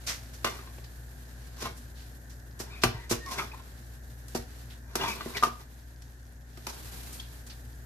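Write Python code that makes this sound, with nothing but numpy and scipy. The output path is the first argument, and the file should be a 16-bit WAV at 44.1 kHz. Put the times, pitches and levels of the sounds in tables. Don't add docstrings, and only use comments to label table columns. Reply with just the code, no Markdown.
import sys
import numpy as np
from scipy import signal
from scipy.fft import rfft, irfft, next_fast_len
from scipy.io import wavfile
from scipy.ndimage import uniform_filter1d

SR = 44100
rng = np.random.default_rng(int(sys.argv[2]) if len(sys.argv) > 2 else 0)


def generate_wav(sig):
    pcm = np.round(np.clip(np.atleast_2d(sig).T, -1, 1) * 32767).astype(np.int16)
    wavfile.write(sys.argv[1], SR, pcm)


N = 346185
T = np.arange(N) / SR
RING_T = T[:SR // 2]

# start in seconds, relative strength in dB, height from floor 0 to bare wall 1,
# relative blade tick in dB, chatter decay constant in seconds, ratio applied to the pan's mode frequencies.
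KNOCKS = [(0.4447, -13, 0.62, -19, .0045, 1.03), (0.463, -20, 0.56, -30, .0057, 1.06),
          (0.4743, -24.5, 0.69, -29.5, .003, 1.9), (0.589, -36.5, .7, -66, .01, 1.1),
          (.78, -40, 0.24, -61, 0.021, .59), (1.623, -29, .2, -38, .008, .57),
          (1.655, -26.5, 0.63, -42, .005, 0.78), (1.67, -29, 0.77, -48, .004, 0.99),
          (2.599, -33, 0.017, -31.5, .022, 1), (2.835, -9, 0.31, -14.5, .0033, 1.055),
          (2.8465, -18.5, 0.37, -27, .0037, 0.71), (3.109, -18, 0.054, -15.5, .0042, 1.06),
          (3.1177, -27.5, 0.076, -18, .0036, 1), (3.1235, -20.5, 0.28, -47, .019, 1.01),
          (4.3482, -19, .13, -14, .001, 0.68), (4.373, -54, 0.4, -33, .003, 0.59),
          (4.9541, -23, 0.11, -20, .0048, 1.03), (5.035, -25.5, 0.34, -55, .013, .82),
          (5.207, -25.5, 0.71, -50, .006, 1.05), (5.258, -27, .02, -44, .002, 1),
          (5.4258, -14.5, .9, -25.5, .0035, .95), (5.434, -7, 0.93, -22, .0038, .93),
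          (5.446, -19.5, 0.91, -24, .0024, 0.65), (5.467, -28, 0.23, -35.5, .006, 0.82),
          (6.572, -37.5, 0.24, -42, .006, 1.1), (6.6672, -27, 0.4, -21.5, .0016, 0.88)]
# start in seconds, level in dB.
ROCKS = [(2.851, -20), (2.884, -28), (2.946, -29), (3.125, -25), (4.386, -31)]
PAN_MODES = [(824, -5, 0.038), (989.5, 0, 0.062), (1115, 1.5, 0.098), (1339, 1.5, 0.044),
             (1484, 2.5, 0.041), (1889, -5.5, 0.11), (2340, -9, 0.084), (2504, -25.5, 0.1),
             (2807, -9.5, 0.17), (3440, -14.5, 0.19), (4110, 2.5, 0.024), (5040, -20.5, 0.075),
             (5490, -16, 0.1), (6200, -34, 0.058)]
FLOOR_MODES = [(145, -4, 0.1), (241.5, -0.5, 0.16), (329, 1.5, 0.06), (377.4, 3.5, 0.088),
               (486.3, -0.5, 0.068), (651.5, -8, 0.1), (800, -18.5, 0.057)]
WALL_MODES = [(1230, -7.5, 0.041), (1230, -16, 0.011)]
HOB_MODES = [(49.8, -0.5, 0.44), (92, -7, 0.27), (119, 13.5, 0.12)]
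# Hz, relative dB.
BLADE_SPECTRUM = [(300, -3), (1000, 8.5), (2400, 0), (3300, -1), (4500, 5), (5700, 7.5), (7000, 4),
                  (9000, -0.5), (13000, -1), (15000, -18)]
CLATTER_SPECTRUM = [(150, -35.5), (350, -5.5), (650, -2), (1150, -38.5), (1600, -12), (2300, -1.5),
                    (3500, -7.5), (8000, -54.5)]
# hardest push in seconds, rise in seconds, release in seconds,
# relative pan level in dB, relative grit level in dB.
SCRAPES = [(.5, 0.018, .2, -42, -40.5), (.68, .03, .04, -44.5, -55.5), (1.622, .05, .05, -38, -33),
           (1.66, 0.065, .05, -34, -35), (2.734, 0.19, .1, -44, -59), (2.93, .02, .35, -48, -62),
           (3.322, 0.091, .1, -36.5, -35.5), (3.39, 0.087, .11, -33.5, -34.5), (3.53, 0.17, .2, -48, -66),
           (5.035, 0.11, .12, -31, -34.5), (5.105, 0.18, .07, -35, -31.5), (5.215, 0.062, .025, -30.5, -54),
           (5.28, 0.15, .15, -45, -58), (5.377, 0.09, .03, -35, -37.5), (5.61, .08, 0.072, -50, -52),
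           (6.69, 0.014, .14, -47, -39.5)]
# start in seconds, length in seconds, start pitch in Hz, end pitch in Hz,
# level in dB, pitch scatter as a share.
SQUEAKS = [(2.693, 0.12, 2330, 2490, -51, 0.076), (2.705, 0.061, 3700, 3600, -55, 0.017),
           (2.919, 0.17, 1976, 1950, -54, 0.057), (2.928, 0.093, 918, 947, -55, 0.049),
           (3.191, .12, 1820, 1900, -49.5, 0.021), (3.253, 0.091, 1113, 1034, -41, 0.03),
           (3.379, 0.053, 1317, 1212, -35, 0.14), (3.382, 0.022, 2280, 2276, -32, 0.086),
           (3.515, .01, 2570, 2500, -43.5, 0.066), (3.531, 0.023, 1087, 986, -45.5, 0.13),
           (5.003, 0.126, 1020, 1094, -41, 0.1), (5.008, 0.02, 2830, 2786, -33, 0.041),
           (5.061, 0.086, 2480, 2380, -36.5, 0.089), (5.342, 0.05, 2390, 1870, -35.5, 0.11),
           (7.195, 0.012, 3280, 3220, -39, 0.03)]
# time in seconds, squelch in dB, fine fizz in dB, both before the layer gains.
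SAUCE_LEVELS = [(0.0, -57.5, -65.5), (1.11, -65.5, -68), (1.62, -59.5, -71), (2.03, -67, -68),
                (2.62, -69, -73), (2.78, -61, -71), (3.17, -62.5, -74), (3.3, -60, -70), (3.52, -62, -69),
                (4.2, -67, -69.5), (4.52, -59, -68), (4.77, -66, -70.5), (5.01, -91, -84), (5.14, -54, -61),
                (5.31, -54, -62), (5.66, -67, -71.5), (6.45, -70.5, -77.5), (6.69, -58.5, -65.5),
                (6.84, -54, -58.5), (7.08, -53, -57), (7.28, -62, -66), (7.85, -67.5, -70.5)]
# Hz, relative dB.
SQUELCH_SPECTRUM = [(300, 3), (700, -2), (1200, -1), (2000, -2), (3000, -3), (4200, 0), (5800, -5),
                    (7200, -6), (9000, -11.5), (14000, -28.5)]
FIZZ_SPECTRUM = [(4000, -25), (7500, -3), (9500, -1.5), (13000, 0.5), (15000, -16)]
SIMMER_SPECTRUM = [(2000, -17.5), (3000, -19), (4200, -10), (6500, 7.5), (9500, -4.5), (13000, 0),
                   (15000, -1)]
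# start in seconds, level in dB, centre in Hz, length in seconds.
SMACKS = [(0.063, -31.5, 5800, 0.045), (0.073, -40, 1990, 0.05), (0.329, -51.5, 6500, 0.03),
          (0.839, -50.5, 4530, 0.0093), (1.599, -42.5, 5530, 0.037), (1.766, -50.5, 8650, 0.017),
          (1.947, -55, 4450, 0.097), (2.293, -54.5, 6400, 0.028), (2.589, -42.5, 7250, 0.022),
          (2.815, -39.5, 4970, 0.024), (3.093, -33.5, 7000, 0.028), (3.26, -45.5, 5730, 0.005),
          (3.307, -40.5, 5230, 0.02), (4.282, -44, 7760, 0.0024), (4.698, -53, 3580, 0.03),
          (5.367, -34, 4150, 0.009), (6.018, -53.5, 5950, 0.0062), (7.121, -43.5, 9000, 0.029),
          (7.198, -42.5, 4100, 0.0044), (7.464, -48.5, 7100, 0.011), (7.495, -48, 4570, 0.019)]
# frequency in Hz, nominal level in dB rms.
HUM = [(59.9, -47), (119.8, -56), (242, -67)]
# Hz, relative dB.
AIR_SPECTRUM = [(20, -22), (62, 0), (90, -3.5), (119, -6.5), (200, -23.5), (240, -17.5), (290, -22),
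                (480, -29.5), (720, -30.5), (1200, -42.5), (1560, -27.5), (1800, -28), (2300, -49.5),
                (4000, -82.5)]
# time in seconds, gain in dB.
BACKGROUND_GAIN = [(0, 1), (4.9, 0.5), (5.6, -2), (6.5, -2), (6.9, 0.5), (7.85, 1)]
# Hz, gain in dB.
AIR_SIDE = [(120, -15.5), (400, -9), (1500, 1.5)]
AIR_BASS = [(25, -5), (60, -11.5), (120, -3), (200, 0.5)]
TAIL_LOW = [(120, -20.5), (400, 4), (800, -1.5), (1500, -0.5), (5000, -1.5), (14000, -27)]
TAIL_HIGH = [(1000, -12.0), (5000, -0.5), (14000, 3.0)]
LEFT_PORT = [(200, 0.5), (380, -1.0), (750, 3.5), (1300, -1),
             (2800, -0.5), (5800, -4.0), (8500, -3.0), (12500, -1.0)]
RIGHT_PORT = [(200, -0.4), (380, 1.6), (750, -1.0), (1300, -0.06),
              (2800, -2.5), (5800, 0), (8500, -5.0), (12500, 0.9)]

FLOOR_LOSS_DB, WALL_LOSS_DB, PAN_LOSS_DB = 25, 36.5, 16
WALL_SIDE_DB, SCRAPE_SIDE_DB, SQUEAK_SIDE_DB, BACKGROUND_SIDE_DB = 1.5, 1.3, 1.8, 0.65
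STROKE_RANGE_DB = 23
SQUELCH_GAIN_DB, FIZZ_GAIN_DB = 5.5, 7.5
CLUMP_DB, CLUMP_RATE_HZ = 1.4, 31
SIMMER_DB, BUBBLES_DB, AIR_DB = -64.5, -72, -59.5
STRAY_DB, STRAY_HZ, STRAY_OCTAVES, STRAY_S = -0.5, 5600, 0.28, 0.01
PORT_LAG_S = .00011
TOP_HZ = 14550


def knocks():
    out, t = np.zeros((2, N)), RING_T
    floor, wall, hob = ring(FLOOR_MODES), ring(WALL_MODES), ring(HOB_MODES)
    for s, db, height, tick_db, chatter_s, stretch in KNOCKS:
        floor_db = db - FLOOR_LOSS_DB * height
        wall_db = db - WALL_LOSS_DB * (1 - height)
        pan_db = db - 1.5 - PAN_LOSS_DB * (2 * height - 1) ** 2
        decay = np.exp(-t / chatter_s) + amp(-7.5) * np.exp(-t / 0.014)
        chatter = grains(6000, 6.6, size=len(t)) * decay
        push = 0.39 * chatter / np.sqrt(np.sum(chatter ** 2))
        push[0] += 1
        body = convolve(push, amp(pan_db) * ring(PAN_MODES, stretch))
        body = body + amp(floor_db) * floor
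        body = body + place(amp(wall_db) * wall, WALL_SIDE_DB)
        rattle = scatter(chatter, t60=0.028, share=12.0)
        tick = amp(tick_db - 6.5) * colour(rattle, BLADE_SPECTRUM)
        clatter = amp(pan_db) * colour(rattle, CLATTER_SPECTRUM)
        add(out, s, body + (tick + clatter) * (t < .25))
    for s, db in ROCKS:
        add(out, s, amp(db) * hob * (1 - np.exp(-t / 0.0025)))
    return out


def scrapes():
    press, grit = np.zeros(N), np.zeros(N)
    for s, rise_s, release_s, pan_db, grit_db in SCRAPES:
        push = stroke(s, rise_s, release_s)
        press = np.maximum(press, amp(pan_db) * push)
        grit = np.maximum(grit, amp(grit_db) * push)
    press, grit = uniform_filter1d(np.array([press, grit]), size=600)
    slips = grains(2600, 2.4) * amp(2 * walk(110))
    body = 0
    for stretch in (.86, .95, 1.03):
        contact = scatter(slips * amp(5.5 * walk(30)), t60=0.016, share=0.45)
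        response = ring(PAN_MODES, stretch, damping=2.37) + 0.24 * ring(FLOOR_MODES, stretch)
        body = body + convolve(contact, response)
    edge = unit(colour(scatter(slips, t60=0.025, share=5.4), BLADE_SPECTRUM))
    return place(amp(-1.5) * press * unit(body), SCRAPE_SIDE_DB) + amp(-3.0) * grit * edge


def stroke(s, rise_s, release_s):
    distance = np.maximum((s - T) / rise_s, (T - s) / release_s)
    return amp(-STROKE_RANGE_DB * np.minimum(distance, 10))


def squeaks():
    out = np.zeros(N)
    for s, length_s, start_hz, end_hz, db, unsteady in SQUEAKS:
        size = int(length_s * SR)
        hz = np.linspace(start_hz, end_hz, size) * (1 + unsteady * walk(700, size=size))
        phase = 2 * np.pi * np.cumsum(hz) / SR
        wave = np.sin(phase) + 0.24 * np.sin(2 * phase)
        tone = unit(wave * amp(2 * walk(255, size=size)))
        add(out, s, amp(db) * tone * signal.windows.tukey(size, .5))
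    return place(out, SQUEAK_SIDE_DB)


def sauce():
    s, squelch_db, fizz_db = np.transpose(SAUCE_LEVELS)
    films = scatter(grains(1600, 3.3), t60=0.11, share=4.3) * amp(CLUMP_DB * walk(CLUMP_RATE_HZ))
    out = amp(np.interp(T, s, squelch_db) + SQUELCH_GAIN_DB) * unit(colour(films, SQUELCH_SPECTRUM))
    out += amp(np.interp(T, s, fizz_db) + FIZZ_GAIN_DB) * unit(colour(films, FIZZ_SPECTRUM))
    simmer = unit(colour(rng.standard_normal((2, N)), SIMMER_SPECTRUM))
    out += amp(SIMMER_DB) * background_gain() * simmer
    out += amp(BUBBLES_DB) * bubbles(count=400, low_hz=4500, high_hz=13000, cycles=2.5, spread_db=12)
    for at, db, hz, length_s in SMACKS + stray_smacks(count=14):
        add(out, at, amp(db) * smack(hz, length_s))
    return out


def smack(hz, length_s):
    swell = RING_T / length_s * 2
    crackle = scatter(grains(6000, 1.8, size=len(RING_T)), t60=.012, share=2.4)
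    burst = colour(crackle, [(200, -17), (hz / 2, -7), (hz, 0), (hz * 1.73, -11), (hz * 2.7, -20)])
    tail = amp(-5.5) * np.minimum(swell, 1) * np.exp(-RING_T / 0.059)
    return unit(burst) * (swell * np.exp(1 - swell) + tail)


def stray_smacks(count):
    when, pitch = rng.random(count) * T[-1], rng.standard_normal(count)
    sauce_s, squelch_db, _ = np.transpose(SAUCE_LEVELS)
    rows = []
    for s, p in zip(when, pitch):
        db = np.interp(s, sauce_s, squelch_db) + STRAY_DB
        rows.append((s, db, STRAY_HZ * 2 ** (STRAY_OCTAVES * p), STRAY_S))
    return rows


def bubbles(count, low_hz, high_hz, cycles, spread_db):
    out, t = np.zeros((2, N)), RING_T[:1024]
    for when, pitch, strength, side in rng.random((count, 4)):
        start_hz = low_hz * (high_hz / low_hz) ** pitch
        turns = t * start_hz * (1 + t / .1)
        pop = np.sin(2 * np.pi * turns) * np.exp(-turns / cycles) * amp(spread_db * strength ** 3)
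        add(out, when * T[-1], place(pop, 12 * (side - .5)))
    return unit(out)


def kitchen(x):
    t = RING_T
    low = colour(rng.standard_normal((2, len(t))), TAIL_LOW) * np.exp(-np.log(1000) * t / 0.31)
    high = colour(rng.standard_normal((2, len(t))), TAIL_HIGH) * np.exp(-np.log(1000) * t / 0.2)
    tail = (low + high) * (t > .005)
    return x + amp(-36.5) * convolve(x, tail)


def background():
    hum = 0
    for k, (hz, db) in enumerate(HUM):
        waver = amp(.8 * walk(6))
        phase = 2 * np.pi * hz * T + 0.13 * (k + 1) * walk(8)
        hum = hum + amp(db) * waver * np.sqrt(2) * np.sin(phase)
    mid, side = colour(rng.standard_normal((2, N)), AIR_SPECTRUM)
    side = colour(side, AIR_SIDE)
    middle = signal.sosfilt(signal.butter(4, [200, 2500], "band", fs=SR, output="sos"), mid)
    air = colour(mid + side * np.array([[1], [-1]]), AIR_BASS)
    air *= amp(AIR_DB) / middle.std()
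    return place(hum + air, BACKGROUND_SIDE_DB) * background_gain()


def background_gain():
    return amp(np.interp(T, *np.transpose(BACKGROUND_GAIN)))


def amp(db):
    return 10 ** (np.asarray(db) / 20)


def unit(x):
    return x / np.sqrt(np.mean(x ** 2) + 1e-20)


def add(out, s, x):
    i = max(int(s * SR), 0)
    out[..., i:i + x.shape[-1]] += x[..., :N - i]


def place(x, side_db):
    return x * amp(np.array([[side_db], [-side_db]]) / 2)


def convolve(x, response):
    return signal.fftconvolve(np.atleast_2d(x), np.atleast_2d(response), axes=-1)[:, :x.shape[-1]]


def colour(x, points):
    hz, db = np.transpose(points)
    size = next_fast_len(x.shape[-1])
    bins_hz = np.maximum(np.fft.rfftfreq(size, 1 / SR), 1)
    gain = amp(np.interp(np.log(bins_hz), np.log(hz), db))
    return irfft(rfft(x, size) * gain, size)[..., :x.shape[-1]]


def walk(rate_hz, size=N):
    knots = rng.standard_normal(4096)
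    return np.interp(np.arange(size) / SR * rate_hz, np.arange(4096), knots)


def ring(modes, stretch=0.98, damping=0.97):
    y = np.zeros(len(RING_T))
    for k, (hz, db, t60_s) in enumerate(modes):
        decay = amp(db - 60 * RING_T * damping / t60_s)
        y += (-1) ** k * decay * np.sin(2 * np.pi * hz * stretch * RING_T)
    return y / np.abs(y).max()


def grains(rate_hz, spread_db, size=N):
    chance, strength = rng.random(size), rng.exponential(size=size)
    sign = np.sign(rng.standard_normal(size))
    return unit((chance < rate_hz / SR) * amp(spread_db * np.minimum(strength, 4)) * sign)


def scatter(x, t60, share):
    keep = np.exp(-2 * np.log(1000) / (t60 * SR))
    energy = signal.lfilter([1 - keep], [1, -keep], x ** 2 + 1e-20)
    hiss = np.sqrt(energy) * rng.standard_normal((2, len(x)))
    return (x + share * hiss) / np.sqrt(1 + share ** 2)


def scene():
    pan = knocks() + scrapes() + squeaks()
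    pan[1] = np.roll(pan[1], int(round(PORT_LAG_S * SR)))
    return kitchen(pan) + sauce() + background()


def record(dry):
    ports = np.array([colour(dry[0], LEFT_PORT), colour(dry[1], RIGHT_PORT)])
    return signal.sosfilt(signal.ellip(10, .2, 80, TOP_HZ, fs=SR, output="sos"), ports)


dry = scene()
out = record(dry)
generate_wav(out)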